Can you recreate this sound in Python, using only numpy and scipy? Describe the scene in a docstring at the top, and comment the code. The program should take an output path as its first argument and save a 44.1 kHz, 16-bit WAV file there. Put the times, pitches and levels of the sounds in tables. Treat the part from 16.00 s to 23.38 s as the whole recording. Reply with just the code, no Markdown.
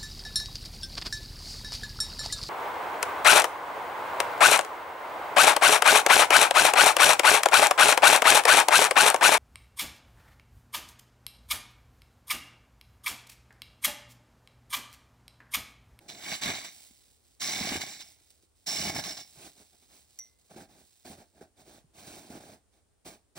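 """First a faint press of a boot, then a short steel shovel drags through crusted snow three times,
the first time in two bites. On an open hillside, a few metres from a phone with two microphone ports,
bursts of tiny breaks make sheared crystals, cracking crust and tumbling lumps; resonances ring the loaded blade.
Shaped noise trickles as loose crumbs, and decaying modes clink the lifted blade once.
Then boots crunch and slide on packed snow, in noise jerks and dull sine blows, under a hush of still air."""
import sys
import numpy as np
from scipy import signal
from scipy.fft import rfft, irfft, next_fast_len
from scipy.io import wavfile
from scipy.ndimage import uniform_filter1d

SR = 44100
rng = np.random.default_rng(int(sys.argv[2]) if len(sys.argv) > 2 else 0)


def master_out(mix):
    """Clip the mix to full scale and print it as 16-bit PCM to the path in sys.argv[1]."""
    frames = np.transpose(np.atleast_2d(mix))
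    ceiling = np.clip(frames, -1, 1)
    pcm = np.round(ceiling * 32767).astype(np.int16)
    wavfile.write(sys.argv[1], SR, pcm)


N = 325458
TIME = np.arange(N) / SR
SIZE = next_fast_len(N + SR)
FREQS = np.arange(SIZE // 2 + 1) * SR / SIZE


def undb(db):
    """Decibels to gain."""
    return 10 ** (np.asarray(db) / 20)


def unit(x):
    """Scale to an rms of one."""
    return x / np.sqrt(np.mean(x ** 2))


def over_hz(points):
    """A table of (frequency [Hz], value) joined on a log-frequency axis."""
    hz, value = np.transpose(points)
    return np.interp(np.log(FREQS + 1), np.log(hz), value)


def colour(x, points):
    """Causal minimum-phase filter from (frequency [Hz], level [dB]), falling away beyond its ends.

    White input keeps its power."""
    hz, db = np.transpose(points)
    f = np.linspace(1, SR / 2, 2049)
    skirts = (1 + (hz[0] / f / 1.3) ** 8) * (1 + (f / hz[-1] / 1.3) ** 8)
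    level = undb(np.interp(np.log(f), np.log(hz), db))
    gain = unit(level / np.sqrt(skirts) + 1e-3)
    # folding the cepstrum puts all the response after time zero
    cepstrum = irfft(np.log(gain))
    fold = np.r_[1, np.full(2047, 2), 1, np.zeros(2047)]
    response = irfft(np.exp(rfft(cepstrum * fold)))
    filtered = signal.oaconvolve(np.atleast_2d(x), response[None], axes=1)
    return filtered[:, :x.shape[-1]].reshape(x.shape)


def resonate(x, hz, width_hz):
    """One resonance with a gain of one at its centre."""
    return signal.lfilter(*signal.iirpeak(hz, hz / width_hz, fs=SR), x)


def drift(rate):
    """A random level that moves to a new value `rate` times a second."""
    return np.interp(TIME * rate, np.arange(8000), rng.standard_normal(8000))


def fractures(rate, spread_db, rub, clump_db, clump_rate):
    """Tiny breaks of uneven size that come in clumps, over smooth rubbing.

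    Rows: direct, scattered left, scattered right."""
    happens = rng.random(N) < rate / SR
    size = undb(spread_db * np.minimum(rng.exponential(size=N), 4)) * happens
    signs = np.sign(rng.random((3, N)) - .5)
    breaks = unit(size) * signs + rub * rng.standard_normal((3, N))
    breaks = breaks * undb(clump_db * drift(clump_rate))
    # even out the random loudness over short stretches (about 27 ms)
    return breaks / np.sqrt(uniform_filter1d(breaks[0] ** 2, size=1200) + 1e-6)


def add(track, s, sound):
    """Mix a sound into a track from time s."""
    start = int(s * SR)
    track[start:start + len(sound)] += sound[:N - start]


def pushes(rows, sag_db_per_s, tail_db, tail_s):
    """Level in dB of pushes that build up, sag while held, let go and leave a faint tail.

    Rows: (time [s], rise [s], hold [s], release [s], level [dB])."""
    power = np.full(N, 1e-12)
    t = TIME[:SR]
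    for s, rise_s, hold_s, release_s, db in rows:
        attack = np.minimum(t / max(rise_s, .002), 1)
        held = np.clip(t - rise_s, 0, hold_s)
        after = np.maximum(t - rise_s - hold_s, 0)
        tail = undb(tail_db) * np.exp(-after / tail_s)
        release = np.maximum(np.exp(-after / max(release_s, .002)), tail)
        add(power, s, (attack * undb(db + sag_db_per_s * held) * release) ** 2)
    return 10 * np.log10(power)


# strokes of the shovel; snow heaps up on the blade, then slides off: (bite [s], blade fullest [s],
# lift [s], extra crust [dB], extra lumps [dB], singing of the edge before the mix [dB re crystals])
STROKES = [(0.073, 0.321, 0.42, 1, -5, -9), (0.39, 0.485, 0.7, 4, -0.5, -18),
           (1.402, 1.739, 2, 1.5, -0.5, -4.5), (2.666, 2.918, 3.3, -4, 0, -1)]
# the blade moves in shoves, stalling between them:
# (time [s], rise [s], hold [s], release [s], sheared crystals before the mix [dB])
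SHOVES = [(0.078, 0.0082, 0.016, 0.04, -47.5), (0.19, 0.14, 0.024, 0.032, -39),
          (0.41, 0.0086, 0.091, 0.023, -37), (0.52, 0.02, 0.056, 0.057, -44),
          (0.636, 0.01, 0.004, 0.041, -42.5), (1.396, 0.025, 0.35, 0.012, -35),
          (1.8, 0.011, 0.016, 0.018, -38), (1.858, 0.012, 0.055, 0.082, -46),
          (1.988, 0.02, 0.004, 0.018, -45.5), (2.66, 0.013, 0.227, 0.012, -34),
          (2.936, 0.026, 0.037, 0.013, -37), (3.034, 0.006, 0.073, 0.032, -40),
          (3.155, 0.016, 0.044, 0.021, -47)]


def digging():
    """The shoves set the level; the heap adds drag, cracks and lumps and makes the edge sing less. All in dB."""
    bite, fullest, lift, more_crust_db, more_lumps_db, sing_db = np.transpose(STROKES)
    # 0 for an empty blade, 1 for a full one
    heap = sum(np.interp(TIME, times, [0, 1, 0]) for times in zip(bite, fullest, lift))
    stroke = np.maximum(np.searchsorted(bite, TIME) - 1, 0)
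    # the tail is loosened snow that runs on
    shove_db = pushes(SHOVES, sag_db_per_s=-9.5, tail_db=-13, tail_s=0.12)
    # a full blade rubs steadily, also between the shoves
    drag = undb(-45) * heap
    cut_db = 20 * np.log10(np.hypot(undb(shove_db), drag))
    # each pair: empty blade, full blade
    crust_db = np.interp(heap, [0, 1], [-9, -1]) + more_crust_db[stroke]
    lump_db = np.interp(heap, [0, 1], [-13, 0]) + more_lumps_db[stroke]
    bright_db = np.interp(heap, [0, 1], [-0.5, -3.5])  # tilt of the blade's ring per octave
    return cut_db, crust_db, lump_db, sing_db[stroke] - 5.5 * heap, bright_db


# colours of the breaking snow, close to the blade: (frequency [Hz], level [dB]); crumbs use the lumps too
CRYSTAL_COLOUR = [(2400, -11.5), (3200, -6), (3900, 2), (5000, -5), (5700, 4), (6800, -4), (8700, -1.5),
                  (9800, 0.5), (11300, -24), (15000, -5)]
CRUST_COLOUR = [(700, -8.5), (1080, -6), (1300, -4.5), (1700, -4.5), (2250, 9), (2600, -4), (3200, -0.5),
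                (4500, -18)]
LUMP_COLOUR = [(35, -26.5), (55, -11.5), (90, -6), (200, 0), (360, -2.5), (500, -12.5), (640, 0), (820, -1),
               (980, -13.5), (2000, -18)]


def shovel(cut_db, crust_db, lump_db, sing_db, bright_db):
    """The edge shears crystals and cracks the crust; lumps tumble ahead of the blade."""
    shear = fractures(rate=4000, spread_db=0.5, rub=0.3, clump_db=1.5, clump_rate=130)
    cracks = fractures(rate=1600, spread_db=0.5, rub=0.64, clump_db=5.5, clump_rate=98)
    tumbles = fractures(rate=800, spread_db=1.0, rub=0.6, clump_db=6.0, clump_rate=80)
    snow = undb(-2.5) * colour(shear * undb(cut_db), CRYSTAL_COLOUR)
    snow = snow + undb(-2.0) * colour(cracks * undb(cut_db + crust_db), CRUST_COLOUR)
    snow = snow + undb(-0.5) * colour(tumbles * undb(cut_db + lump_db), LUMP_COLOUR)
    return snow + blade(cut_db, crust_db, sing_db, bright_db, wander_db=2.0, wander_rate=16)


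# resonances of the blade while snow loads it: (frequency [Hz], width [Hz], level before the mix [dB])
LOADED_BLADE = [(1127, 70, -5.5), (1672, 100, -2), (2223, 91, 1), (2930, 110, -1), (3500, 110, 1.5),
                (3870, 316, 1), (4635, 130, 1), (5580, 200, -4.5), (5840, 150, 4.5), (7490, 250, 2),
                (8050, 99, -1), (9500, 260, -4.5), (9600, 260, -10.5)]


def blade(cut_db, crust_db, sing_db, bright_db, wander_db, wander_rate):
    """The edge rings the blade; as the contact shifts, each resonance swells and fades on its own."""
    # it rings only while it is pressed into the snow
    pressed = np.clip((cut_db + 68.5) / 16, 0, 1)
    force = fractures(rate=2000, spread_db=3.0, rub=0.36, clump_db=-0.5, clump_rate=200)
    force = force * undb(cut_db) * pressed
    # coarse cracks shake the whole plate harder than fine shearing does
    shaking = force * undb(0.23 * crust_db)
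    body = 0
    for k, (hz, width_hz, db) in enumerate(LOADED_BLADE):
        tilt_db = bright_db * np.log2(hz / 4000)
        swell = undb(db + tilt_db + wander_db * drift(wander_rate))
        body = body + (-1) ** k * resonate(shaking, hz, width_hz) * swell
    singing = resonate(force * undb(sing_db), hz=5370, width_hz=137)
    return undb(9.5) * body + undb(22.0) * singing


# the largest pieces of crust, which give way at once: (time [s], level before the mix [dB], decay [s])
SNAPS = [(0.087, -27.5, 0.023), (0.145, -32, 0.008), (0.2334, -27.5, 0.016), (0.333, -18, 0.012),
         (0.4221, -19.5, 0.012), (0.4304, -16, 0.012), (0.4944, -25, 0.0094), (0.5467, -20.5, 0.018),
         (0.644, -25.5, 0.012), (1.4135, -17.5, 0.018), (1.478, -21.5, 0.021), (1.52, -20.5, 0.018),
         (1.6064, -18, 0.011), (1.6894, -22, 0.017), (1.8083, -28.5, 0.015), (1.8647, -31, 0.01),
         (2.0033, -27, 0.014), (2.6674, -25.5, 0.017), (2.8514, -23.5, 0.012), (2.9484, -27, 0.01),
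         (3.039, -19.5, 0.0096), (3.169, -25, 0.014), (3.8294, -55, 0.015), (4.564, -46, 0.014),
         (5.1034, -44, 0.015), (6.0744, -39, 0.014), (7.054, -42, 0.015)]


def snap_envelope(rise_s):
    """Each piece of crust lets go with a burst that dies away quickly."""
    out = np.zeros(N)
    t = TIME[:SR // 4]
    for s, db, decay_s in SNAPS:
        add(out, s, undb(db) * (1 - np.exp(-t / rise_s)) * np.exp(-t / decay_s))
    return out


def snaps():
    """Showers of crystals from the breaking crust, each a short burst of fractures."""
    shower = fractures(rate=3000, spread_db=3.0, rub=0.44, clump_db=2.5, clump_rate=640)
    shower_colour = [(900, -2), (2200, -3), (3800, 7), (5600, 0), (9500, -12.5), (11500, -29.0), (15000, -27.0)]
    return undb(-13.0) * colour(shower * snap_envelope(rise_s=0.0031), shower_colour)


def chips(count, low_hz, high_hz, cycles, spread_db):
    """Hard flakes break off one by one; each rings for a few cycles at a pitch set by its size."""
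    out = np.zeros(N)
    t = TIME[:SR // 50]
    for when, smallness, luck in rng.random((count, 3)):
        hz = low_hz * (high_hz / low_hz) ** smallness
        strength = undb(spread_db * min(-np.log(luck), 3))
        ring = np.sin(2 * np.pi * hz * t) * np.exp(-hz * t / cycles)
        add(out, when * TIME[-1], strength * np.sqrt(hz) * ring)
    return unit(out)


def flakes(cracking_db, grit_db):
    """The blade and the boots knock flakes from the frozen crust, louder the harder they work."""
    work = undb(-7.5) * undb(cracking_db) + undb(-8.5) * undb(grit_db)
    return work * chips(count=1900, low_hz=1406, high_hz=5160, cycles=11, spread_db=4.0)


# dull blows of clods and heels on the ground: (time [s], level before the mix [dB], pitch [Hz])
THUDS = [(0.459, -29.5, 199), (0.489, -27, 220), (0.908, -50, 238), (1.61, -26, 201), (1.719, -27, 244),
         (1.755, -24.5, 326), (2.21, -60, 330), (2.434, -54, 344), (2.8, -29.5, 201), (2.872, -26, 178),
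         (2.982, -31, 139), (3.373, -43, 132), (3.6, -49, 210), (4.562, -38.5, 334), (5.057, -42, 343),
         (5.101, -35.5, 189), (5.413, -38, 407), (5.68, -48, 350), (5.842, -48.5, 148), (6.075, -41, 175),
         (6.302, -32.5, 229), (6.353, -36, 290), (7.063, -38.5, 340)]


def thuds(cycles, boom_hz, boom_s):
    """Snow swallows a blow within a cycle or two; the deep pack under it gives a short boom."""
    mound_left_s, trodden_boom_db = 5.3, -7  # from then on the boots tread thin snow, which booms less
    knocks, booms = np.zeros((2, N))
    t = TIME[:SR // 5]
    for s, db, hz in THUDS:
        # higher blows stir the pack less, by 6 dB per octave
        boom_db = db - 13.5 - 6 * np.log2(hz / boom_hz) + trodden_boom_db * (s > mound_left_s)
        add(knocks, s, undb(db) * np.sin(2 * np.pi * hz * t) * np.exp(-hz * t / cycles))
        add(booms, s, undb(boom_db) * np.sin(2 * np.pi * boom_hz * t) * np.exp(-t / boom_s))
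    knock_colour = [(50, -5), (200, 1.5), (500, 5.0), (750, 2), (1200, -9.5)]
    return undb(-15.0) * colour(knocks, knock_colour) + undb(4.0) * booms


# boots press on packed snow, heel and sole apart:
# (time [s], rise [s], hold [s], packing before the mix [dB], surface grit [dB re packing, before the mix])
STEPS = [(0.0, 0.011, 0.071, -60, -9), (0.076, 0.017, 0.14, -55, -12), (3.328, 0.11, 0.036, -54, 1.5),
         (3.548, 0.037, 0.036, -62, 1), (3.717, 0.016, 0.009, -66.5, -9), (3.814, 0.01, 0.011, -70.5, 3.5),
         (3.877, 0.038, 0.06, -67.5, 4), (4.492, 0.014, 0.041, -55.5, -6.5),
         (4.555, 0.012, 0.06, -48.5, -8.5), (4.679, 0.018, 0.12, -63, -3),
         (5.046, 0.0086, 0.076, -51, -2.5), (5.162, 0.02, 0.037, -55, -7), (5.326, 0.05, 0.021, -62, -8),
         (5.406, 0.006, 0.015, -51, -11.5), (5.553, 0.053, 0.0095, -59.5, -2), (5.638, 0.041, 0.1, -58, -3),
         (5.93, 0.06, 0.08, -55.5, 0), (6.059, 0.016, 0.12, -52, -0.5), (6.2, 0.02, 0.066, -57, -2.5),
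         (6.291, 0.017, 0.073, -48.5, -6.5), (6.4, 0.0096, 0.13, -53, -6),
         (6.704, 0.033, 0.048, -73.5, -1.5), (7.046, 0.02, 0.02, -48, -1.5),
         (7.095, 0.015, 0.033, -55.5, -3.5), (7.351, 0.027, 0.03, -45, -1.5)]


def treading():
    """Levels in dB of the packing under the soles and of the grit on top."""
    release_s = 0.024
    # the tail is snow that settles under the sole
    shape = dict(sag_db_per_s=-5, tail_db=-22.5, tail_s=0.081)
    packing = [(s, rise, hold, release_s, db) for s, rise, hold, db, _ in STEPS]
    grit = [(s, rise, hold, release_s, db + grit_db) for s, rise, hold, db, grit_db in STEPS]
    return pushes(packing, **shape), pushes(grit, **shape)


# colours of the snow packing under the sole and of the grit on top: (frequency [Hz], level [dB])
PACKING_COLOUR = [(35, -16.5), (60, -7.5), (120, -4.5), (220, -1), (370, -1), (500, -8), (660, -1.5),
                  (820, -4), (1000, -21), (1600, -12), (2800, -36)]
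GRIT_COLOUR = [(1200, 1), (1650, -14), (2300, 1.5), (2750, -3), (4300, 1), (5100, -2), (5700, 1),
               (6700, -2.5), (7600, -2), (9300, 4), (11300, -21), (15000, -5)]


def boots(weight_db, grit_db):
    """Packed snow collapses in small jerks under a sole while loose grit crackles on top."""
    jerks = fractures(rate=700, spread_db=1.0, rub=0.87, clump_db=4.0, clump_rate=64) * undb(weight_db)
    grit = fractures(rate=2200, spread_db=0.0, rub=1.0, clump_db=3, clump_rate=39) * undb(grit_db)
    return colour(jerks, PACKING_COLOUR) + undb(2.5) * colour(grit, GRIT_COLOUR)


# modes of the steel blade in free air: (frequency [Hz], level re the clink [dB], time to fall 60 dB [s])
FREE_BLADE = [(2093, -18.5, 0.24), (2055, -25.5, 0.6), (5700, -23, 0.34), (5762, -2.5, 0.19),
              (5880, 0, 0.19), (7360, -6, .02), (8600, 0, .015), (11400, 0, 0.019)]


def clink(tick_db, tick_s):
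    """A hard tap on the free blade: close pairs of modes beat as they fade."""
    clink_s, clink_db = 4.1888, -37.5
    out = np.zeros(N)
    t = TIME[:SR]
    ring = sum(undb(db - 60 * t / t60) * np.sin(2 * np.pi * hz * t) for hz, db, t60 in FREE_BLADE)
    tick_colour = [(2000, -11.5), (5000, -9), (7400, 5), (10000, -5), (15000, -7)]
    tick = colour(np.exp(-t / tick_s) * rng.standard_normal(SR), tick_colour)
    # the contact lasts a fraction of a millisecond
    contact = 1 - np.exp(-t / 0.00018)
    add(out, clink_s, undb(clink_db) * (ring + undb(tick_db) * tick) * contact)
    return out


# spills of loose crumbs down the mound: (time [s], length [s], level before the mix [dB])
SPILLS = [(0.696, 0.13, -56), (0.927, 0.16, -67), (1.226, 0.093, -70), (2.037, 0.064, -60),
          (2.172, 0.14, -69), (2.302, 0.0085, -59.5), (2.419, 0.02, -69.5), (2.544, 0.1, -72.5),
          (3.225, 0.22, -61), (3.554, 0.28, -68), (3.918, 0.078, -64), (4.065, 0.15, -67.5),
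          (4.383, 0.029, -70.5), (4.438, 0.04, -71), (4.73, 0.3, -67)]


def crumbs():
    """Loose crystals trickle down the mound with a few small lumps among them."""
    # a long spill starts and stops slowly: rise and release are shares of its length
    rows = [(s, 0.23 * length, length, 0.65 * length, db) for s, length, db in SPILLS]
    flow = undb(pushes(rows, sag_db_per_s=-4.5, tail_db=-19, tail_s=0.14))
    fine = fractures(rate=830, spread_db=0.0, rub=0.66, clump_db=2, clump_rate=57)
    coarse = fractures(rate=350, spread_db=3.0, rub=0.37, clump_db=5, clump_rate=74)
    fine_colour = [(1000, -14), (2300, -7.5), (2900, -4.5), (4000, -0.5), (5600, -1.5), (6800, -3.5),
                   (8300, 2.5), (9800, 0.5), (11300, -22), (15000, -4)]
    hiss = colour(fine, fine_colour)
    return flow * (undb(3.0) * hiss + undb(-16) * colour(coarse, LUMP_COLOUR))


# colour of the still mountain air around the phone: (frequency [Hz], level [dB])
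AIR_COLOUR = [(32, -13.5), (55, -1.5), (85, 0), (150, -14.5), (400, -13.5), (700, -19.5), (1100, -23.5),
              (2500, -29), (6500, -29), (9500, -22.5), (11500, -43.5), (15000, -35)]


def air():
    """A faint, slowly wavering noise hush, partly shared by both sides."""
    noise = rng.standard_normal((3, N))
    # a new level three times a second
    waver = undb(np.interp(TIME * 3, np.arange(N), rng.standard_normal(N)))
    hush = unit(colour(noise[0] + 2.0 * noise[1:], AIR_COLOUR))
    return undb(-71) * hush * waver


# the phone's two microphone ports: (frequency [Hz], phase by which the left leads [rad])
PORT_PHASE = [(100, 0), (900, 0.45), (1300, -2.5), (1750, 1), (2300, -0.26), (2750, -2), (3400, -2),
              (3900, 1), (5500, 0.5), (6800, 2.5), (7400, 8), (8500, 3), (9700, 4.5), (11800, 9.5),
              (13300, 0.5)]
# and (frequency [Hz], left minus right [dB])
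PORT_BALANCE = [(200, -2), (800, -1.5), (1130, 7.5), (1600, -4.5), (2250, 2.1), (3400, -4), (4400, -9),
                (5500, -3.5), (7500, 0.5), (9000, -8.5), (11500, 0.5), (14000, -0.5)]
# sound that arrives scattered by the slope: (frequency [Hz], level re direct [dB])
SCATTER = [(100, -31), (700, -17), (1200, 0), (4000, -5.5), (5600, -12), (8000, -0.5), (10500, -14),
           (14000, -19)]


def ports(direct, scattered):
    """Direct sound meets each port with its own phase and level; scattered sound is unrelated between them."""
    side = np.array([[1], [-1]])
    share = undb(over_hz(SCATTER))
    arrival = rfft(direct, SIZE) * np.exp(.5j * side * over_hz(PORT_PHASE))
    both = (arrival + share * rfft(scattered, SIZE)) / np.sqrt(1 + share ** 2)
    tilt = undb(side * over_hz(PORT_BALANCE) / 2)
    # the two ports together keep their power
    balance = tilt / np.sqrt(np.mean(tilt ** 2, axis=0))
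    return irfft(both * balance, SIZE)[:, :N]


def scene():
    """Shovel and boots a few metres off in the open, with no walls to ring."""
    cut_db, crust_db, lump_db, sing_db, bright_db = digging()
    weight_db, grit_db = treading()
    snow = shovel(cut_db, crust_db, lump_db, sing_db, bright_db)
    snow = snow + snaps() + boots(weight_db, grit_db) + crumbs()
    blows = flakes(cut_db + crust_db, grit_db)
    blows = blows + thuds(cycles=1.35, boom_hz=88.4, boom_s=0.034)
    blows = blows + clink(tick_db=0, tick_s=0.0051)
    return ports(snow[0] + blows, snow[1:]) + air()


def record(dry):
    """The phone cuts the top, steeply above 15.8 kHz."""
    low_pass = signal.ellip(10, .1, 60, 15800, fs=SR, output="sos")
    return signal.sosfiltfilt(low_pass, dry)


dry = scene()
out = record(dry)
master_out(out)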